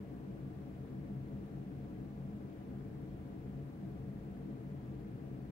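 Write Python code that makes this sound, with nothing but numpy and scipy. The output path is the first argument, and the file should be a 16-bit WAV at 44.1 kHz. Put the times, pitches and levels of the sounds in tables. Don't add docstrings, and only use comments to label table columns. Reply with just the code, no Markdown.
import sys
import numpy as np
from scipy import signal
from scipy.fft import rfft, irfft
from scipy.io import wavfile
from scipy.ndimage import uniform_filter1d

SR = 44100
rng = np.random.default_rng(int(sys.argv[2]) if len(sys.argv) > 2 else 0)


def wav_out(sig):
    wavfile.write(sys.argv[1], SR, np.round(np.clip(np.atleast_2d(sig).T, -1, 1) * 32767).astype(np.int16))


N = 242991
PITCHES_HZ = np.fft.rfftfreq(N, 1 / SR)


def gain_of(db):
    return 10 ** (np.asarray(db) / 20)


def evened(sound):
    return sound / np.sqrt(np.mean(abs(sound) ** 2) + 1e-30)


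def gain_over_time(points):
    time_s, level_db = np.transpose(points)
    return gain_of(np.interp(np.arange(N) / SR, time_s, level_db))


def tone_shape(points):
    pitch_hz, level_db = np.transpose(points)
    return gain_of(np.interp(np.log(PITCHES_HZ + 1), np.log(pitch_hz + 1), level_db))


def resonance(pitch_hz, width_hz):
    return 1 / np.sqrt(1 + ((PITCHES_HZ - pitch_hz) / (width_hz / 2)) ** 4)


def noise(gains):
    real, imaginary = rng.standard_normal((2, len(gains)))
    return evened(np.fft.ifft(gains * (real + 1j * imaginary), N))


def steadied(sound, seconds):
    return sound / np.sqrt(uniform_filter1d(abs(sound) ** 2, int(seconds * SR)) + 1e-6)


def placed(sound, left_louder_db, left_lead_rad):
    half = gain_of(left_louder_db / 2) * np.exp(1j * left_lead_rad / 2)
    return np.sqrt(2) * np.array([sound * half, sound / half]).real


def flicker(pair, depth_db):
    grid = signal.stft(pair, nperseg=256)[2]
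    patches = uniform_filter1d(rng.standard_normal(grid.shape[1:]), size=7, axis=0)
    patches = evened(uniform_filter1d(patches, size=6, axis=1))
    return signal.istft(grid * gain_of(depth_db * patches), nperseg=256)[1][:, :N]


def narrow_bands(rows):
    pair = np.zeros((2, N))
    for pitch_hz, width_hz, level_db, left_louder_db, left_lead_rad in rows:
        band = steadied(noise(resonance(pitch_hz, width_hz)), seconds=0.73)
        pair += gain_of(level_db) * placed(band, left_louder_db, left_lead_rad)
    return pair


# pitch_hz, relative_level_db
HISS_TONE = [(100, 0), (4000, 0), (8000, -.5), (11000, -0.44), (15000, 0.57), (16000, 0.74)]

def hiss():
    pair = evened(np.array([noise(tone_shape(HISS_TONE)).real for channel in range(2)]))
    return gain_of(db=-78) * flicker(pair, depth_db=1.0)


# pitch_hz, width_hz, level_db, left_louder_db, left_lead_rad
SIZZLE_BANDS = [(15400, 300, -100, 0, 0), (15555, 45, -99.5, 1, -.5), (15695, 65, -95.5, 2, -.5)]

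def sizzle():
    return narrow_bands(SIZZLE_BANDS)


# pitch_hz, relative_level_db
TRAFFIC_TONE = [(20, -25.5), (100, -2.5), (220, -4.5), (280, 3), (370, -1.5), (500, -7), (650, -8.5),
                (900, -14), (1300, -17), (1700, -17.5), (2400, -23), (3300, -28.5), (5000, -35.5),
                (10000, -48)]

def traffic_wash(mic_spacing_m=0.17, sound_speed_m_s=343):
    likeness = 0.82 * np.sinc(2 * PITCHES_HZ * mic_spacing_m / sound_speed_m_s)
    tone = tone_shape(TRAFFIC_TONE)
    shared = rfft(rng.standard_normal(N)) * tone * np.sqrt(1 + likeness)
    opposite = rfft(rng.standard_normal(N)) * tone * np.sqrt(1 - likeness)
    pair = evened(irfft(np.array([shared + opposite, shared - opposite]), N))
    lean_left = gain_of(db=[[1.1], [-1.1]])
    return gain_of(db=-58) * lean_left * flicker(pair, depth_db=0.78)


# pitch_hz, relative_level_db
RUMBLE_TONE = [(5, -29.5), (14, -26), (21, -7), (32, -7.5), (45, -3), (65, -0.5), (105, 1), (165, 2.5),
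               (225, -5.5), (275, -11), (380, -18.5), (600, -25.5), (1200, -62)]
# time_s, relative_level_db
RUMBLE_SURGES = [(0, -55.5), (0.9, -56), (1.28, -51.5), (1.5, -55), (2.26, -53.5), (2.52, -57.0),
                 (3.1, -53), (3.6, -55.5), (4.1, -51), (4.56, -60.5), (4.85, -55), (5.51, -56.0)]

def city_rumble():
    rumble = steadied(noise(tone_shape(RUMBLE_TONE)), seconds=0.34)
    surges = evened(gain_over_time(RUMBLE_SURGES))
    return gain_of(db=-53.5) * placed(rumble * surges, left_louder_db=2.0, left_lead_rad=0.15)


# pitch_hz, width_hz, level_db, left_louder_db, left_lead_rad
DUCT_NOTES = [(59.6, 4.3, -61.5, 2.2, 0.2), (80.7, 8.6, -63, 1, 0.77), (124, 13, -60, 4, 0),
              (187.2, 12, -56, -1.5, 0.5), (252.7, 13.3, -56.5, 2, 0.83), (286.9, 19.3, -61, 8.5, 1),
              (307.7, 9.6, -61, 5, 0.38), (322.2, 8.8, -61.5, 8, 1.67), (343.2, 15, -66, -5.5, 0.6),
              (375.3, 11, -73.5, 8, 0.2), (398, 11, -69.5, 5, 1.6), (420.6, 17, -65.5, 6, 1.17),
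              (444.3, 10.8, -65.5, 2.5, 0.42), (468.6, 12, -69.5, 5.5, .5), (525, 20, -75, 7.5, 0.1),
              (556.7, 8.9, -71, 5.5, 0.5), (581.5, 16, -78.5, 9, 1), (672.7, 43, -72, -2, 0.85),
              (712.7, 11, -75.5, 8, 1.5), (728.4, 21, -73, -1, 1.5), (798, 18, -74, 1.5, 2),
              (851, 15, -81, 3.5, 2.5), (984.7, 17, -78.5, 5, 2), (1173, 25, -82, -4, 2)]

def duct_hum():
    return narrow_bands(DUCT_NOTES)


# pitch_hz, width_hz, left_louder_db, left_lead_rad
DRONE_NOTES = [(137.6, 12.6, 3.5, 0.12), (202, 15.5, 0.5, 0.24)]
# time_s, relative_level_db
LOWER_SWELLS = [(0, -58.5), (0.36, -47.5), (0.68, -54.5), (0.95, -48.5), (1.68, -48.0), (2.05, -52),
                (2.26, -47), (2.6, -57), (2.84, -47), (3.18, -50), (3.33, -55.0), (3.55, -46), (3.8, -51),
                (4.03, -47.0), (4.3, -53.5), (4.55, -49.0), (5.51, -50)]
UPPER_SWELLS = [(0, -52), (0.65, -55), (0.9, -53.5), (1.04, -48.5), (1.9, -52.5), (2.3, -47.5),
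                (2.52, -54.5), (2.76, -49.5), (2.92, -54.5), (3.6, -53.5), (4.08, -51), (4.5, -50.5),
                (4.7, -53.5), (5.51, -53)]

def ventilation_drone():
    pair = np.zeros((2, N))
    for note, swells in zip(DRONE_NOTES, (LOWER_SWELLS, UPPER_SWELLS)):
        pitch_hz, width_hz, left_louder_db, left_lead_rad = note
        ring = steadied(noise(resonance(pitch_hz, width_hz)), seconds=0.26)
        pair += placed(ring * gain_over_time(swells), left_louder_db, left_lead_rad)
    return gain_of(db=-0.46) * pair


def scene():
    return ventilation_drone() + duct_hum() + city_rumble() + traffic_wash() + hiss() + sizzle()


def record(dry, cutoff_hz=15770):
    fades = signal.windows.tukey(N, 0.002)
    treble_cut = signal.firwin(2047, cutoff_hz, window=("kaiser", 8), fs=SR)
    return signal.oaconvolve(dry * fades, treble_cut[None], "same")


dry = scene()
out = record(dry)
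wav_out(out)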